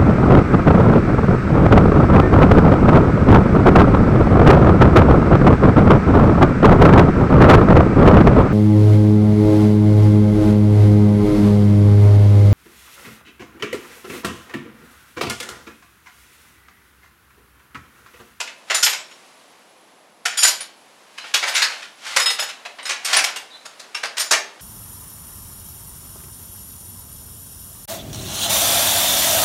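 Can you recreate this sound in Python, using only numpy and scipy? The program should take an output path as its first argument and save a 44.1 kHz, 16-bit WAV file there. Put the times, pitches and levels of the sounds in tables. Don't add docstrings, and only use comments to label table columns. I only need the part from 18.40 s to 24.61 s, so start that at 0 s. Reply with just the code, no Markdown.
import sys
import numpy as np
from scipy import signal
from scipy.fft import rfft, irfft, next_fast_len
from scipy.io import wavfile
from scipy.ndimage import uniform_filter1d, map_coordinates

SR = 44100
rng = np.random.default_rng(int(sys.argv[2]) if len(sys.argv) > 2 else 0)


def dump_mix(stems):
    frames = np.atleast_2d(stems).T
    limited = np.clip(frames, -1, 1)
    pcm = np.round(limited * 32767).astype(np.int16)
    wavfile.write(sys.argv[1], SR, pcm)


N = 273861


def amp(db):
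    return 10 ** (np.asarray(db) / 20)


def unit(x):
    return x / np.sqrt(np.mean(x ** 2) + 1e-20)


def along(points, hz):
    point_hz, values = np.transpose(points)
    return np.interp(np.log(hz + 1), np.log(point_hz + 1), values)


def curves(rows):
    times, *columns = np.transpose(rows)
    return [np.interp(np.arange(N) / SR, times, column) for column in columns]


def wobble(rate, size=N):
    knots = rng.standard_normal(int(size * rate / SR) + 4)
    return map_coordinates(knots, [np.arange(size) * rate / SR])


def lowpass(hz, edge_hz, steepness):
    return 1 / (1 + (hz / edge_hz) ** steepness)


def filtered(x, response):
    size = next_fast_len(len(x) + 2048)
    return irfft(rfft(x, size) * response(np.fft.rfftfreq(size, 1 / SR)), size)[:len(x)]


def add(track, start_s, sound):
    spot = track[max(round(start_s * SR), 0):][:len(sound)]
    spot += sound[:len(spot)]


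# frequency in Hz, level in dB.
SHEET_TONE = [(35, -76), (60, -46.5), (666, 0.5), (2300, -2.5), (4030, -5), (6580, -7), (9130, -11),
              (9790, -9.5), (11000, -14.5), (14900, -26), (16000, -39)]
# from Hz, to Hz.
PART_BANDS = [(300, 1200), (1200, 4300), (5650, 6350), (9700, 10300)]
# time in seconds, rough peak level of the clack in dB, its pitch
# in Hz, body level relative to the clack in dB, hardness in dB, seconds to fade by 60 dB.
SHEET_KNOCKS = [(0.0034, -16, 2560, -8, 3.3, 0.11), (0.0763, -23.5, 2670, -12, -5, 0.11),
                (0.302, -7, 2070, -13, -5.5, 0.13), (0.3464, -15.5, 1390, -12, 8, 0.18),
                (0.4299, -9.5, 3170, -18, 10.3, 0.12), (0.4647, -7, 3110, -11.5, -5, 0.13),
                (0.5321, -13.5, 2530, -14.5, 1.5, 0.097), (0.7141, -30, 2930, -13, -9, 0.08),
                (1.8566, -7, 1560, -15.5, 1.4, 0.091), (1.9286, -26, 2020, -11, -8, 0.15),
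                (1.9737, -18, 3300, -15.5, 4, 0.19), (2.0276, -4.5, 3220, -17, 6.8, 0.078),
                (2.0479, -6, 1600, -15, 5, 0.1), (2.0747, -12, 3070, -7.5, 11.5, 0.13),
                (2.2058, -23, 4200, -12, 2.8, 0.12), (2.7807, -21.5, 2500, -20, -3, 0.11),
                (2.8433, -27, 1430, -9, -14, 0.14), (2.9419, -7.5, 3350, -15.5, 2.5, 0.15),
                (3.0283, -11, 2220, -10, -5.5, 0.13), (3.073, -15.5, 1900, -26, 3, 0.12),
                (3.1522, -11.5, 2300, -25, 3.2, 0.27), (3.2219, -1, 4550, -21, 0.1, 0.082),
                (3.4237, -27, 3000, -29, -5.2, 0.22), (3.7648, -6.5, 2200, -12, 2, 0.16),
                (3.7984, -10.5, 2080, -13.5, -9, 0.13), (3.8599, -13, 3700, -16.5, -18, 0.2),
                (3.9034, -13, 2570, -14, 4.5, 0.099), (3.9874, -19, 3740, -17, -2, 0.15),
                (3.9961, -11.5, 3740, -13.5, -5, 0.074), (4.0234, -16.5, 1663, -11, 0.1, 0.1),
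                (4.0906, -21, 2730, -14, 0.5, 0.11), (4.2542, -19.5, 2510, -7.5, -4.5, 0.085),
                (4.3885, -20.5, 1980, -9, -18, 0.086), (4.4306, -31, 3060, -8, 2, 0.11),
                (4.4559, -19, 1520, -14, -2, 0.14), (4.4944, -12, 2500, -11.5, 0.8, 0.15),
                (4.6503, -16.5, 2700, -15, 7, 0.16), (4.7321, -1, 2300, -19.5, 2.6, 0.099),
                (4.7672, -3, 2340, -8, 3.3, 0.1), (4.7884, -7.5, 2410, -14.5, 4, 0.09),
                (4.8424, -9.5, 3080, -11, 5, 0.069), (4.962, -16.5, 2780, -9, 3, 0.078),
                (5.2554, -28.5, 1280, -8, 3.5, 0.083), (5.3974, -31.5, 4040, -8, 9, 0.088),
                (5.5487, -18.5, 2390, -13, -0.7, 0.15), (5.6358, -9.5, 2080, -5, -2.5, 0.071),
                (5.6543, -18, 2410, -3, 0, 0.062), (5.7715, -18, 3260, -25, -1, 0.11),
                (5.7786, -18, 3160, -12, 6, 0.12), (5.7978, -14.5, 1290, -14, 8, 0.15),
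                (5.9125, -3.5, 1730, -9, 7.2, 0.11), (5.9334, -5, 2500, -10.5, -12, 0.1),
                (6.1976, -33.5, 3320, -18, 0.1, 0.12)]


def knocks():
    out, t = np.zeros(N), np.arange(SR // 3) / SR
    hz = np.fft.rfftfreq(len(t), 1 / SR)
    below = [lowpass(hz, edge_hz, 6) for edge_hz in (1200, 4500, 8000)]
    parts = np.diff([np.zeros_like(hz), *below, np.ones_like(hz)], axis=0)
    bands = np.array([(hz > low) & (hz < high) for low, high in PART_BANDS])
    rise_s, crest_db = 0.0033, 4
    for time_s, db, clack_hz, body_db, hard_db, fade_s in SHEET_KNOCKS:
        contacts = unit(rng.standard_normal(len(t)) * amp(2.3 * wobble(242, size=len(t))))
        bumps_db = 1.5 * map_coordinates(rng.standard_normal(80), [12 * np.log(hz / 40 + 1)])
        clack_db = 4 / (1 + (5 * np.log2((hz + 1) / clack_hz)) ** 2)
        sheet = amp(along(SHEET_TONE, hz) + clack_db)
        edge_db, tick_db = -10.5 + hard_db, -25.5 + 1.1 * hard_db
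        band_levels = np.sqrt(bands @ sheet ** 2 / len(hz))
        gains = amp([body_db, 0, edge_db, tick_db]) / band_levels
        clatter = irfft(rfft(contacts) * sheet * amp(bumps_db) * (gains @ parts), len(t))
        shape = (1 - np.exp(-t / rise_s)) ** 2 * amp(-60 * t / fade_s)
        add(out, time_s - .0045, amp(db - crest_db) * shape * clatter)
    return out


# frequency in Hz, level in dB.
TRAFFIC_TONE = [(15, -69), (25, -46.5), (223, -8.5), (463, -8.5), (503, -6.5), (775, -5.5), (840, -7.5),
                (1100, -7.5), (1330, -11.5), (2690, -14), (9840, -24), (11300, -30.5), (16000, -43)]
# time in seconds, change of the treble in dB.
BACKGROUND_HISS = [(.25, 1.5), (.8, 4.5), (1.3, 0), (1.8, -3), (2.4, 1.5), (3.55, 3.5), (5.1, 3.5)]


def traffic_and_hiss():
    roar = unit(filtered(rng.standard_normal(N), lambda hz: amp(along(TRAFFIC_TONE, hz))))
    hiss = filtered(roar, lambda hz: 1 - lowpass(hz, 1500, 4))
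    rumble = roar - hiss
    hiss_db, = curves(BACKGROUND_HISS)
    return amp(-51.5 + 0.29 * wobble(5.4)) * (rumble + amp(hiss_db) * hiss)


# pitch in Hz, width of the band in Hz, level in dB.
INSECT_BANDS = [(11020, 210, -68), (13000, 400, -76)]


def insects():
    out = np.zeros(N)
    for pitch_hz, width_hz, db in INSECT_BANDS:
        band = filtered(rng.standard_normal(N), lambda hz: 1 / (1 + (2 * (hz - pitch_hz) / width_hz) ** 2))
        out += amp(db + 1.7 * wobble(25)) * unit(band)
    return out


# frequency in Hz, seconds to fade by 60 dB.
ECHO_FADES = [(200, 0.76), (1000, 0.4), (4000, 0.36), (10000, 0.24), (16000, 0.29)]


def garage_echo(x):
    out, step = np.zeros(N), SR // 5
    for start in range(0, N, step):
        hz, t, noise = signal.stft(rng.standard_normal(SR // 2), SR, nperseg=256)
        fade = amp(-60 * t / along(ECHO_FADES, hz)[:, None])
        _, tail = signal.istft(noise * fade, SR, nperseg=256)
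        echo = signal.fftconvolve(x[start:start + step], tail / np.linalg.norm(tail))
        add(out, start / SR + .005, echo)
    return out


# start, loudest moment and end in seconds,
# level in dB, brightness in dB (turns the sharp part up and the dull part down).
SHEET_SLIDES = [(.24, .29, .31, -47, 7), (2.61, 2.92, 3.03, -40, 7.5), (2.92, 3.095, 3.416, -26.5, 4),
                (3.57, 3.679, 3.838, -35, 13), (4.04, 4.115, 11, -50.5, -5), (4.587, 4.752, 4.77, -21, 5),
                (4.826, 4.889, 4.93, -28, 1.5), (5.173, 5.214, 5.3, -60, 10)]


def slides():
    level, bright_db, t = np.zeros(N), np.zeros(N), np.arange(N) / SR
    for start, loudest, end, db, brightness in SHEET_SLIDES:
        sliding = (t >= start) & (t < end)
        swell_db = np.interp(t[sliding], [start, loudest, end], [-26.5, 0, -16.5])
        level[sliding] = amp(db + swell_db)
        bright_db[sliding] = brightness

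    def sharp_tone(hz):
        tilt_db = -9.5 * np.log2(hz / 2500 + 1)
        return amp(along(SHEET_TONE, hz) + tilt_db) * (1 - lowpass(hz + 1, 2500, 2))

    grains = rng.standard_normal(N) * amp(1.2 * wobble(180) + 2.6 * wobble(35))
    dull = unit(filtered(grains, lambda hz: amp(along(SHEET_TONE, hz)) * lowpass(hz, 2500, 2)))
    sharp = unit(filtered(grains, sharp_tone))
    scrape = (amp(-bright_db) * dull + amp(bright_db) * sharp) / 2
    return uniform_filter1d(level, size=400) * scrape


def ringing(modes, hardness, t):
    hz, level_db, fade_s = np.array(modes)[:, :, None]
    level_luck, phase_luck = rng.standard_normal((2, len(hz), 1))
    level_db = level_db + hardness * np.log2(hz / 7000) + 1.5 * level_luck
    flutter_db = 3 * np.array([wobble(46, size=len(t)) for _ in hz])
    phase_slip = 0.9 * np.array([wobble(40, size=len(t)) for _ in hz])
    tones = np.sin(2 * np.pi * hz * t + np.pi * phase_luck + phase_slip)
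    return np.sum(amp(level_db + flutter_db - 60 * t / fade_s) * tones, axis=0)


TOOL_MODES = { "ratchet": ([3260, 4823, 4915, 5518, 6980, 7088, 8640, 9447, 11305, 12468, 13600, 15122, 15300],
              [-10, -7, -6, -9, -2, -2, -13, -4, -14, -23, -26, -29, -26],
              [.12, .33, .3, .6, .3, .4, .4, .26, .3, .3, .25, .25, .12]),
              "extension": ([1440, 2500, 2980, 6515, 6955, 7655, 8865, 10850, 11654, 13030, 13910, 14280, 14922],
              [-21, -19, -14, -3, 0, -9, -9, -18, -5, -20, -24, -21, -22],
              [.15, .15, .2, .18, .28, .45, .25, .19, .2, .14, .2, .18, .2]),
              "socket": ([3716, 5119, 5184, 6803, 6855, 7800, 8552, 10430, 10570, 12905, 13110, 14570, 15500],
              [-7, 0, -8, -9, -9, -13, -10, -13, -11, -18, -15, -26, -26],
              [.3, .42, .4, .3, .3, .3, .3, .25, .3, .2, .2, .15, .2]),
              "bit": ([4468, 5465, 8365, 8908, 11330, 11880, 12550], [-8, -5, -3, 0, -6, -10, -22],
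              [.15, .15, .13, .25, .12, .23, .2]), "spanner": ([5420, 8900, 9900], [0, -21, -18],
              [.08, .2, .3]), "bolt": ([8700, 15300], [0, -15], [.15, .25]), "bracket": ([6405], [0], [.4]),
              "clamp": ([2020], [0], [.1]), "washer": ([4080], [0], [.15]), "nut": ([9650], [0], [.1]), }
# start in seconds, level in dB, hardness in dB per octave,
# seconds of free ringing, name of the tool.
TOOL_BLOWS = [ (0.347, -21.5, 6, 0.074, "ratchet"), (.429, -16.5, -7.5, 0.054, "extension"),
              (.431, -22.5, -8, .35, "ratchet"), (.447, -17, 2, .2, "extension"),
              (0.497, -29, 2, 0.13, "extension"), (0.71, -53, -12.5, .1, "extension"),
              (1.905, -42, -13, .07, "ratchet"), (1.975, -20, 2, 0.01, "ratchet"),
              (1.988, -17.5, -3.5, 0.034, "ratchet"), (2.032, -11, 4, 0.012, "ratchet"),
              (2.052, -14, 3, 0.046, "ratchet"), (2.074, -21, 3, 0.016, "extension"),
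              (2.09, -28.5, 11, 0.105, "ratchet"), (2.206, -26.5, 6, 0.088, "nut"),
              (2.207, -43, 9, 0.068, "ratchet"), (2.81, -38, -3, .03, "washer"),
              (2.875, -61, 0, .06, "socket"), (2.943, -35.5, 18, 0.035, "bit"),
              (3.085, -30.5, 7, .04, "socket"), (3.143, -25, 2, 0.017, "nut"),
              (3.221, -24.5, -5, 0.037, "socket"), (3.73, -30.5, -1, 0.022, "clamp"),
              (3.798, -18.5, 1.5, 0.048, "socket"), (3.858, -19.5, -4, 0.05, "socket"),
              (3.91, -27.5, 4.5, 0.054, "socket"), (3.997, -22.5, 5, 0.05, "socket"),
              (4.03, -28.5, 2, 0.079, "socket"), (4.429, -39, 2, .06, "bolt"),
              (4.455, -30.5, -4, 0.045, "socket"), (4.494, -33, 3, .1, "bolt"),
              (4.647, -25.5, 0, 0.089, "bit"), (4.768, -15, 6, .02, "nut"),
              (4.839, -35.5, 10, 0.038, "bit"), (4.96, -45.5, 15, .1, "bit"),
              (5.55, -21, -15, 0.13, "spanner"), (5.781, -25, 2, .05, "bolt"),
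              (5.796, -30, 3, 0.13, "ratchet"), (5.797, -20, -4, 0.026, "bit"),
              (5.835, -41, 11, .04, "bolt"), (5.912, -25, 13, 0.39, "bracket")]


def clinks():
    out, t = np.zeros(N), np.arange(SR // 2) / SR
    attack = 1 - np.exp(-t / 0.00066)
    for start, db, hardness, free_s, tool in TOOL_BLOWS:
        touch_db = -900 * np.maximum(t - free_s, 0)
        add(out, start, amp(db + touch_db) * attack * ringing(TOOL_MODES[tool], hardness, t))
    return out


# time in seconds, pitch in Hz, dB over the lower.
UPPER_VOICE = [(5.12, 4520, -7), (5.14, 4000, 2)]
# time in seconds, pitch in Hz.
LOWER_VOICE = [(5.12, 3800), (5.14, 3450), (5.16, 3770)]


def bird():
    start_s, attack_s, hold_s = 5.098, 0.0092, 0.049
    voices, t = np.zeros(N), np.arange(N) / SR - start_s
    fade_db = -400 * np.maximum(t - attack_s - hold_s, 0)
    shape = np.clip(t / attack_s, 0, 1) ** 2 * amp(-44.5 + fade_db)
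    upper_hz, upper_db = curves(UPPER_VOICE)
    lower_hz, = curves(LOWER_VOICE)
    for hz, db in (upper_hz, upper_db), (lower_hz, 0):
        rough_level = amp(db + 3.5 * wobble(92))
        rough_hz = hz + 50 * wobble(200)
        voices += rough_level * np.sin(2 * np.pi * np.cumsum(rough_hz) / SR)
    return shape * voices


def scene():
    clatter, ring, chirp = knocks() + slides(), clinks(), bird()
    echo = garage_echo(amp(-4.5) * clatter + amp(-13) * ring + amp(-6) * chirp)
    room = clatter + ring + chirp + echo
    room = filtered(room, lambda hz: 1 - lowpass(hz, 130, 4))
    return (room + traffic_and_hiss() + insects())[None]


def record(dry):
    ceiling = 0.97
    rounded = dry[0] / (1 + np.abs(dry[0] / ceiling) ** 5) ** (1 / 5)
    return filtered(rounded, lambda hz: hz < 16000)[None]


dry = scene()
out = record(dry)
dump_mix(out)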